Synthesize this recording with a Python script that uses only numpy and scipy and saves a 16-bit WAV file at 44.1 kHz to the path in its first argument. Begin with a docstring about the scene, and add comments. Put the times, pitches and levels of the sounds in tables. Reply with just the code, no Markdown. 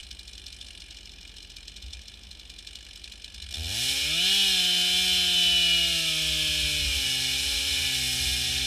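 """A two-stroke chainsaw on a milling frame idles unevenly: a noise crack and puff at each firing, clatter between.
Then it revs up and rips along a log, bogging in the cut: sine orders of the crank, with pulsing roar and hiss.
Place: a snowy wood with dull echoes. Distance: some metres off.
Microphone: in a closed camera housing that thins the middle and rings between 2 and 6 kHz (one filter);
low shaking booms near 60 Hz as noise through slow resonances, over steady still-air and microphone noise."""
import sys
import numpy as np
from scipy import signal
from scipy.fft import rfft, irfft, next_fast_len
from scipy.io import wavfile
from scipy.ndimage import uniform_filter1d

SR = 44100
rng = np.random.default_rng(int(sys.argv[2]) if len(sys.argv) > 2 else 0)


def attenuation_scalar(level_db):
    """Turn a level in dB into a linear amplitude multiplier (20 dB per decade)."""
    decades = np.asarray(level_db, float) / 20
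    return 10 ** decades


def persist_wave(psi):
    """Save psi, clipped to +-1, as 16-bit WAV."""
    counts = np.round(np.clip(psi, -1, 1) * 32767).astype(np.int16)
    wavfile.write(sys.argv[1], SR, np.atleast_2d(counts).T)


N = 381906

# Idle firings, the charge lights only every few turns; level ahead of wood and housing: start_s, level_db
FIRINGS = [(0.0327, -26), (0.1124, -22.5), (0.194, -26), (0.2798, -25), (0.3337, -28.5), (0.38, -26.5),
           (0.4658, -24), (0.528, -25.5), (0.613, -24), (0.6677, -28), (0.732, -32), (0.804, -27),
           (0.9094, -26), (0.9705, -28), (1.057, -29), (1.119, -32), (1.2126, -30), (1.277, -28.5),
           (1.368, -27), (1.4283, -29.5), (1.501, -26.5), (1.5671, -24.5), (1.6807, -23), (1.7662, -24),
           (1.825, -26), (1.864, -31), (1.9073, -32), (1.9335, -22), (2.018, -28.5), (2.0822, -26),
           (2.141, -32.5), (2.235, -31), (2.3135, -25.5), (2.3973, -29), (2.5002, -26), (2.589, -25),
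           (2.673, -22.5), (2.756, -22.5), (2.8503, -30), (2.959, -26), (3.0422, -23.5), (3.1219, -24.5),
           (3.245, -23.5), (3.3462, -23.5), (3.424, -22), (3.516, -25), (3.544, -20)]
# Clatter of an unfired turn and its thin ting, before turn-to-turn changes: time_s, clatter_db, ting_db
UNFIRED = [(0, -34.5, -36.5), (.75, -30.5, -31.5), (1.0, -31, -45), (2.1, -33, -40), (2.4, -36, -44),
           (2.7, -30, -37), (3.3, -30.5, -38), (3.5, -27, -33)]
# Low hum of the idle, order of the turn rate: order, level_db
IDLE_ORDERS = [(1, -50.5), (2, -66.5), (4, -67)]
# Parts of the casing that a noise puff reaches: low_hz, high_hz
CASING_BANDS = [(1200, 2200), (2200, 3300), (3300, 4500), (4500, 6500), (6500, 9000)]
# Slow modes of the housing, width of one resonance, levels against each other: pitch_hz, width_hz, level_db
BOOM_MODES = [(50.8, 10, -25), (63.85, 5.2, 0), (80.3, 10.7, -0.5)]
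# Gusts of low shaking on the housing, level before the boom's band-pass: centre_s, level_db, length_s
GUSTS = [(.1, -48, 0.19), (.4, -48, 0.17), (.62, -49, 0.13), (1.862, -34.5, 0.055), (1.962, -35, 0.032),
         (2.277, -47, 0.087), (2.806, -50, 0.061), (3.45, -38.5, .15), (3.616, -38, 0.15),
         (3.868, -43, 0.11), (4.046, -38.5, 0.11), (4.473, -44, 0.075), (4.95, -42, 0.12), (5.2, -39, 0.28),
         (5.512, -39, .13), (5.835, -41, 0.33), (6.3, -36, 0.12), (6.476, -34, 0.093), (6.628, -32, 0.099),
         (6.872, -28, 0.22), (7.35, -41.5, 0.33), (7.516, -33.5, 0.13), (7.7, -33, .1), (7.82, -33, 0.095),
         (8.046, -41, 0.24), (8.263, -30.5, 0.16), (8.54, -35, .3)]
# Colour of still air and microphone noise, relative density: pitch_hz, level_db_per_hz
MIC_NOISE = [(20, -7), (50, -27), (100, -3), (200, -6.5), (330, -6), (500, -12.5), (780, -13), (1040, -19),
             (2000, -16), (6000, -37), (12000, -30), (14000, -32), (15500, -22)]
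# Echoes from ground and trunks: delay_s, level_db
ECHOES = [(.011, -22.5), (.037, -14), (.083, -24.5), (0.138, -16)]
# Broad trend of what passes the housing: pitch_hz, gain_db
HOUSING = [(60, -28), (200, -45.5), (700, -21), (1100, -21), (1700, -16.5), (2400, -5), (3200, -1),
           (4200, -1.5), (5300, -4.5), (6500, -11), (9000, -11), (11200, -10), (13200, -14), (15200, -23.5)]
# Narrow peaks and notches of the housing, added to the trend: pitch_hz, width_hz, gain_db
HOUSING_MODES = [(1000, 102, -10), (1179, 70, -15.5), (1696, 120, 10), (1853, 17, -4.5), (2072, 170, -16.5),
                 (2183, 126, 6), (2403, 61, 9), (2915, 94, 6.5), (3054, 180, 2.5), (3564, 42, 8),
                 (3510, 57, 5), (3640, 76, -6.5), (4140, 120, 4), (4730, 43, 2), (5330, 930, 5),
                 (2685, 90, -8), (4460, 115, -22), (4915, 110, -20), (5680, 200, -4), (7630, 1100, 1),
                 (8460, 340, 5), (9290, 990, -4.5), (11660, 270, -18.5), (12260, 390, -16)]
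# Crank speed under throttle: time_s, speed_turns_per_s
THROTTLE = [(3.5, 54.9), (3.57, 74.8), (3.61, 83.1), (3.66, 79.9), (3.73, 103.0), (3.8, 121.4),
            (3.84, 129.3), (4.04, 140.5), (4.26, 187.1), (4.36, 197.9), (4.45, 194.7), (4.62, 179.8),
            (4.83, 179.0), (5.03, 183.6), (5.89, 168.8), (6.15, 158.6), (6.76, 149.8), (6.9, 141.9),
            (7.06, 132.8), (7.26, 129.7), (7.51, 138.4), (7.67, 137.4), (8.03, 127.8), (8.51, 126.2),
            (8.66, 131.7)]
# Intake growl as the throttle opens, before the airbox resonance: time_s, level_db
GROWL = [(3.5, -53), (3.56, -59), (3.68, -59.5), (3.76, -54), (3.82, -83), (3.9, -105)]
# Orders of the turn rate in the growl: order
GROWL_ORDERS = [7, 8, 9, 10, 11]
# Exhaust tones before speed and resonances act, and where exhaust and intake cancel:
# order, level_db, dip_hz, dip_width_hz, dip_db
EXHAUST = [(1, -45.5, 138, 6.7, -17), (2, -50, 279, 15, -4), (3, -55.5, 623, 87, -29),
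           (4, -54, 480, 110, -13.5), (5, -62, 725, 136, -15), (6, -54, 1030, 290, -24)]
# Exhaust orders that keep their strength at low speed: order
HELD_ORDERS = [3, 5]
# Load of the cut, ahead of wood and housing: time_s, roar_db, whine_db, hiss_db
LOAD = [(3.53, -29.5, -36, -34), (3.6, -31, -41, -36), (3.76, -22, -30, -22.5), (3.89, -19.5, -27, -18),
        (4.13, -21.5, -22.5, -26), (4.33, -19.5, -18.5, -18.5), (4.71, -19.5, -20.5, -21.5),
        (5.13, -20.5, -20, -20), (5.62, -20.5, -19, -23.5), (5.92, -21, -22, -22), (6.2, -21, -23.5, -22),
        (6.7, -22, -23, -22.5), (7.1, -20.5, -25, -22), (7.49, -20.5, -25, -21.5),
        (7.84, -20.5, -23.5, -21.5), (8.15, -22, -26, -18.5), (8.66, -19.5, -26.5, -24)]
# Wavering exhaust and fan whine, levels against each other: order, level_db
WHINE = [(7, 0), (9, 0.5), (10, -1), (11, -1.5), (13, -0.5), (15, 4.5), (16, 3), (18, 2), (20, 2.5),
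         (22, 2.5), (23, 1), (24, -6), (25, 0), (28, 2)]
# Steadier chain and fan orders against the whine level, and where each sings out or fades:
# order, level_db, peak_hz, peak_width_hz, peak_db
FAN = [(8, -15, 1284, 84, 11), (12, -10.5, 1870, 470, -16), (14, -15.5, 2425, 46, 5.5),
       (17, -9, 2984, 190, 3.5), (19, -16, 3460, 49, 9.5), (21, -23, 3270, 330, 13.5)]

CRUISE_TURNS_PER_S = 160
AIRBOX_HZ, AIRBOX_WIDTH_HZ = 720, 280


def rms_one(x):
    """Scale to rms 1."""
    return x / np.sqrt(np.mean(x ** 2) + 1e-20)


def noise():
    """White noise for the whole scene."""
    return rng.standard_normal(N)


def in_time(rows):
    """Columns of a table at every sample."""
    s, *columns = np.transpose(rows)
    return [np.interp(np.arange(N) / SR, s, column) for column in columns]


def drift(rate_hz):
    """Slow chance of spread 1: noise through two equal low-pass poles, run at every 40th sample."""
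    r = np.exp(-80 * np.pi * rate_hz / SR)
    slow = signal.lfilter([1], [1, -2 * r, r * r], rng.standard_normal(N // 40 + 2002))[2000:]
    return np.interp(np.arange(N) / 40, np.arange(len(slow)), rms_one(slow))


def hump(hz, mode_hz, width_hz):
    """Shape of a resonance, 1 on top."""
    return 1 / (1 + (2 * (hz - mode_hz) / width_hz) ** 2)


def colour(x, trend, modes=()):
    """Causal (minimum-phase) filter with the given trend, peaks and notches."""
    size = next_fast_len(N + SR // 4, True)
    hz = np.maximum(np.arange(size // 2 + 1) * SR / size, 1)
    trend_hz, trend_db = np.transpose(trend)
    db = np.interp(np.log(hz), np.log(trend_hz), trend_db)
    for mode_hz, width_hz, mode_db in modes:
        db = db + mode_db * hump(hz, mode_hz, width_hz)
    # folding the cepstrum forward in time makes the phase minimal
    cepstrum = irfft(db * np.log(10) / 20, size)
    cepstrum[1:size // 2] *= 2
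    cepstrum[size // 2 + 1:] = 0
    return irfft(rfft(x, size) * np.exp(rfft(cepstrum)), size)[:N]


def band(x, low_hz, high_hz):
    """Band-pass."""
    return signal.sosfilt(signal.butter(2, [low_hz, high_hz], "band", fs=SR, output="sos"), x)


def dulled(x, corner_hz):
    """Gentle first-order low-pass."""
    return signal.sosfilt(signal.butter(1, corner_hz, fs=SR, output="sos"), x)


def bursts(at_s, db, rise_s, fall_s):
    """Envelope of puffs, each of peak height given in dB."""
    marks = np.full(N, 1e-18)
    places = np.clip(np.round(at_s * SR).astype(int), 0, N - 1)
    np.add.at(marks, places, attenuation_scalar(db))
    t = np.arange(SR // 20) / SR
    shape = (1 - np.exp(-t / rise_s)) * np.exp(-t / fall_s)
    return signal.oaconvolve(marks, shape / shape.max())[:N]


def ticks(at_s, db, tilt_db, spread_db, rise_s, fall_s):
    """Noise puffs that reach each part of the casing with a strength of their own."""
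    strengths_db = spread_db * rng.standard_normal((len(at_s), len(CASING_BANDS)))
    white = [noise(), noise()]   # neighbouring parts get unrelated noise
    out = 0
    for k, (low_hz, high_hz) in enumerate(CASING_BANDS):
        envelope = bursts(at_s, db + tilt_db * k + strengths_db[:, k], rise_s, fall_s)
        out = out + envelope * band(white[k % 2], low_hz, high_hz)
    return out


def firings():
    """Each firing gives a sharp crack, a treble snap and the slower blowdown of the exhaust."""
    fired, fired_db = np.transpose(FIRINGS)
    snap_db = fired_db - 8.5 + 2.0 * rng.standard_normal(len(fired))
    crack = bursts(fired - .0008, fired_db + 2.5, .0004, .0018) * band(noise(), 3400, 6300)
    snap = bursts(fired - .001, snap_db, 0.00089, 0.0024) * band(noise(), 8600, 19000)
    blowdown = ticks(fired - .007, fired_db - 10.0, tilt_db=0.073, spread_db=1.0,
                     rise_s=0.008, fall_s=0.0096)
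    return crack + snap + blowdown


def idle_turns():
    """Times of the unfired turns and their place after the firing: the crank coasts, each turn slower."""
    turns_per_s = 48.0   # sets how many whole turns fit between firings
    fired = np.transpose(FIRINGS)[0]
    edges = np.r_[fired[0] - .083, fired]
    turns, places = [], []
    for start, end in zip(edges, edges[1:]):
        count = max(round((end - start) * turns_per_s), 1)
        turns += list(start + (end - start) * (np.arange(1, count) / count) ** 1.091)
        places += list(range(1, count))
    return np.array(turns), np.array(places)


def unfired_turns():
    """Each unfired turn clatters softly with a thin ting, weaker the longer the crank coasts."""
    turns, places = idle_turns()
    s, clatter_db, ting_db = np.transpose(UNFIRED)
    uneven_db = 1.5 * rng.standard_normal(len(turns)) - 0.37 * places
    clatter = ticks(turns - .004, np.interp(turns, s, clatter_db) + uneven_db, tilt_db=-1.3,
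                    spread_db=1.8, rise_s=0.00086, fall_s=0.0049)
    ting = bursts(turns - .003, np.interp(turns, s, ting_db) + uneven_db, 0.00067, 0.0064)
    return clatter + ting * band(noise(), 8050, 10360)


def idling():
    """The idle gives way to the open throttle."""
    return np.interp(np.arange(N) / SR, [3.5, 3.62], [1, 0])


def rattle():
    """Steady faint band of noise under the idle."""
    return attenuation_scalar(-45.5) * idling() * band(noise(), 1600, 5500)


def idle_hum():
    """Each turn, fired or not, pumps the crankcase: a low hum on the mean turn rate."""
    every = np.sort(np.r_[idle_turns()[0], np.transpose(FIRINGS)[0]])
    every = np.r_[every[0] - .2, every, every[-1] + .2]
    counted = np.r_[-10, np.arange(len(every) - 2), len(every) + 10]
    turned = np.interp(np.arange(N) / SR, every, counted)
    angle = 2 * np.pi * uniform_filter1d(turned, size=7000, mode="nearest")
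    hum = sum(attenuation_scalar(db + order * 0.6 * drift(1.5)) * np.sin(order * angle) for order, db in IDLE_ORDERS)
    return idling() * hum


def gust_strength():
    """Powers of the gusts add up over a faint lull, which rises a little as the cut begins."""
    t = np.arange(0, N + 200, 200) / SR
    power = attenuation_scalar(2 * np.interp(t, [3.4, 3.6], [-51, -48.5]))
    for s, db, length_s in GUSTS:
        power = power + attenuation_scalar(2 * db) * np.exp(-(2 * (t - s) / length_s) ** 2)
    return np.interp(np.arange(N) / SR, t, np.sqrt(power))


def boom():
    """Low shaking sets the housing's slowest modes going at random; a double resonance keeps them narrow."""
    rung = 0
    for hz, width_hz, db in BOOM_MODES:
        r = np.exp(-np.pi * width_hz / SR)
        poles = [1, -2 * r * np.cos(2 * np.pi * hz / SR), r * r]
        once = signal.lfilter([1, 0, -1], poles, rng.standard_normal(N + SR))
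        twice = signal.lfilter([1], poles, once)[SR:]   # the first second lets the mode build up
        rung = rung + attenuation_scalar(db) * rms_one(twice)
    rung = rms_one(rung)
    swell = np.sqrt(uniform_filter1d(rung ** 2, size=3500) + 1e-12)
    evened = rung / swell ** 0.97   # most of its own chance swell is taken out
    gusts = gust_strength()
    rush = attenuation_scalar(-24.5) * rms_one(band(noise(), 170, 240))   # the gusts also rush above the boom
    return band(band(gusts * evened, 26.0, 78), 20, 70) + uniform_filter1d(gusts, size=20000) * rush


def still_air():
    """Still air and microphone noise: coloured noise at a steady -59.5 dB rms."""
    return attenuation_scalar(-59.5) * rms_one(colour(noise(), MIC_NOISE))


def wood(x):
    """A few dull echoes from ground and trunks."""
    dull = dulled(x, 5000)
    return x + sum(attenuation_scalar(db) * np.r_[np.zeros(round(s * SR)), dull][:N] for s, db in ECHOES)


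def housing(x):
    """The closed housing thins the middle and rings at narrow modes."""
    return colour(x, HOUSING, HOUSING_MODES)


def opened():
    """The throttle opens."""
    return np.interp(np.arange(N) / SR, [3.49, 3.58], [0, 1])


def crank():
    """Crank angle in radians, wavering a little from turn to turn."""
    speed = uniform_filter1d(in_time(THROTTLE)[0], size=2000)
    return 2 * np.pi * np.cumsum(speed * (1 + 0.001 * drift(24.7))) / SR


def intake_growl(angle):
    """While the speed is still low the intake growls: crank orders ring as they pass the airbox."""
    speed, = in_time(THROTTLE)
    growl = 0
    for order in GROWL_ORDERS:
        ring = hump(order * speed, AIRBOX_HZ, AIRBOX_WIDTH_HZ) ** 0.99
        growl = growl + np.sin(order * angle + .7 * order ** 2) * ring
    return np.sqrt(2) * opened() * attenuation_scalar(in_time(GROWL)[0]) * growl


def exhaust_tones(angle):
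    """The low orders stand as clean tones whose level follows their pitch."""
    speed, = in_time(THROTTLE)
    speed_db = -1.0 * np.log2(speed / CRUISE_TURNS_PER_S)
    # below the speed the exhaust is tuned for, most orders fall away by 12.5 dB per octave
    fall_db = 12.5 * np.minimum(np.log2(speed / 131), 0)
    tones = 0
    for order, db, dip_hz, dip_width_hz, dip_db in EXHAUST:
        hz = order * speed
        db = db + speed_db + dip_db * hump(hz, dip_hz, dip_width_hz)
        db = db + 6.5 * hump(hz, AIRBOX_HZ, AIRBOX_WIDTH_HZ)
        db = db + 16 * hump(hz, 80, 36)   # swells on sweeping through the housing's boom
        if order not in HELD_ORDERS:
            db = db + fall_db
        level = uniform_filter1d(attenuation_scalar(db), size=1500) * attenuation_scalar(0.84 * drift(8.2))
        tones = tones + level * np.sin(order * (angle + 0.093))
    return np.sqrt(2) * opened() * tones


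def whine(angle):
    """Exhaust and fan whine on the crank orders, each wavering alone."""
    speed, = in_time(THROTTLE)
    level_db = -15 + 1 * np.log2(speed / CRUISE_TURNS_PER_S)   # rises 1 dB per octave of speed
    orders = 0
    for order, db in WHINE:
        start = rng.uniform(0, 2 * np.pi)
        orders = orders + attenuation_scalar(db + 1.8 * drift(2.0)) * np.sin(order * angle + start)
    return attenuation_scalar(level_db) * dulled(orders, 3800)   # the muffler dulls the top orders


def fan(angle):
    """Steadier orders of chain and fan, which sing out or fade as they pass a resonance."""
    speed, = in_time(THROTTLE)
    out = 0
    for order, db, peak_hz, width_hz, peak_db in FAN:
        db = db + peak_db * hump(order * speed, peak_hz, width_hz) + 0.97 * drift(2.9)
        out = out + attenuation_scalar(db) * np.sin(order * angle)
    return out


def engine(angle):
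    """Whine and fan follow the load of the cut; noise bands of roar and chain hiss pulse once a turn."""
    roar_db, whine_db, hiss_db = in_time(LOAD)
    speed, = in_time(THROTTLE)
    depth_db = 0.38 * (CRUISE_TURNS_PER_S / speed) ** 3.7   # single firings stand out at low speed
    pulse = attenuation_scalar(depth_db * np.cos(angle + 1.46) + 0.46 * drift(34))
    roar = pulse * band(noise(), 88, 7300)
    hiss = pulse * attenuation_scalar(.3 * drift(6)) * band(noise(), 5000, 18000)
    tonal = attenuation_scalar(whine_db) * (whine(angle) + fan(angle))
    return opened() * (tonal + attenuation_scalar(roar_db) * roar + attenuation_scalar(hiss_db) * hiss)


def scene():
    """Saw through wood and housing; low tones, hum, boom and still air join directly."""
    idle = firings() + unfired_turns() + rattle()
    angle = crank()
    saw = housing(wood(idle + engine(angle)))
    low_tones = exhaust_tones(angle) + intake_growl(angle) + idle_hum()
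    return (saw + low_tones + boom() + still_air())[None]


def roll_off(x):
    """The treble ends steeply here."""
    return signal.sosfilt(signal.butter(12, 15240, fs=SR, output="sos"), x)


def record(dry):
    """The top is cut steeply, 50 dB down from 15450 Hz."""
    steep = signal.cheby2(12, 50, 15450, fs=SR, output="sos")
    mix = signal.sosfilt(steep, dry)
    return roll_off(mix)


dry = scene()
out = record(dry)
persist_wave(out)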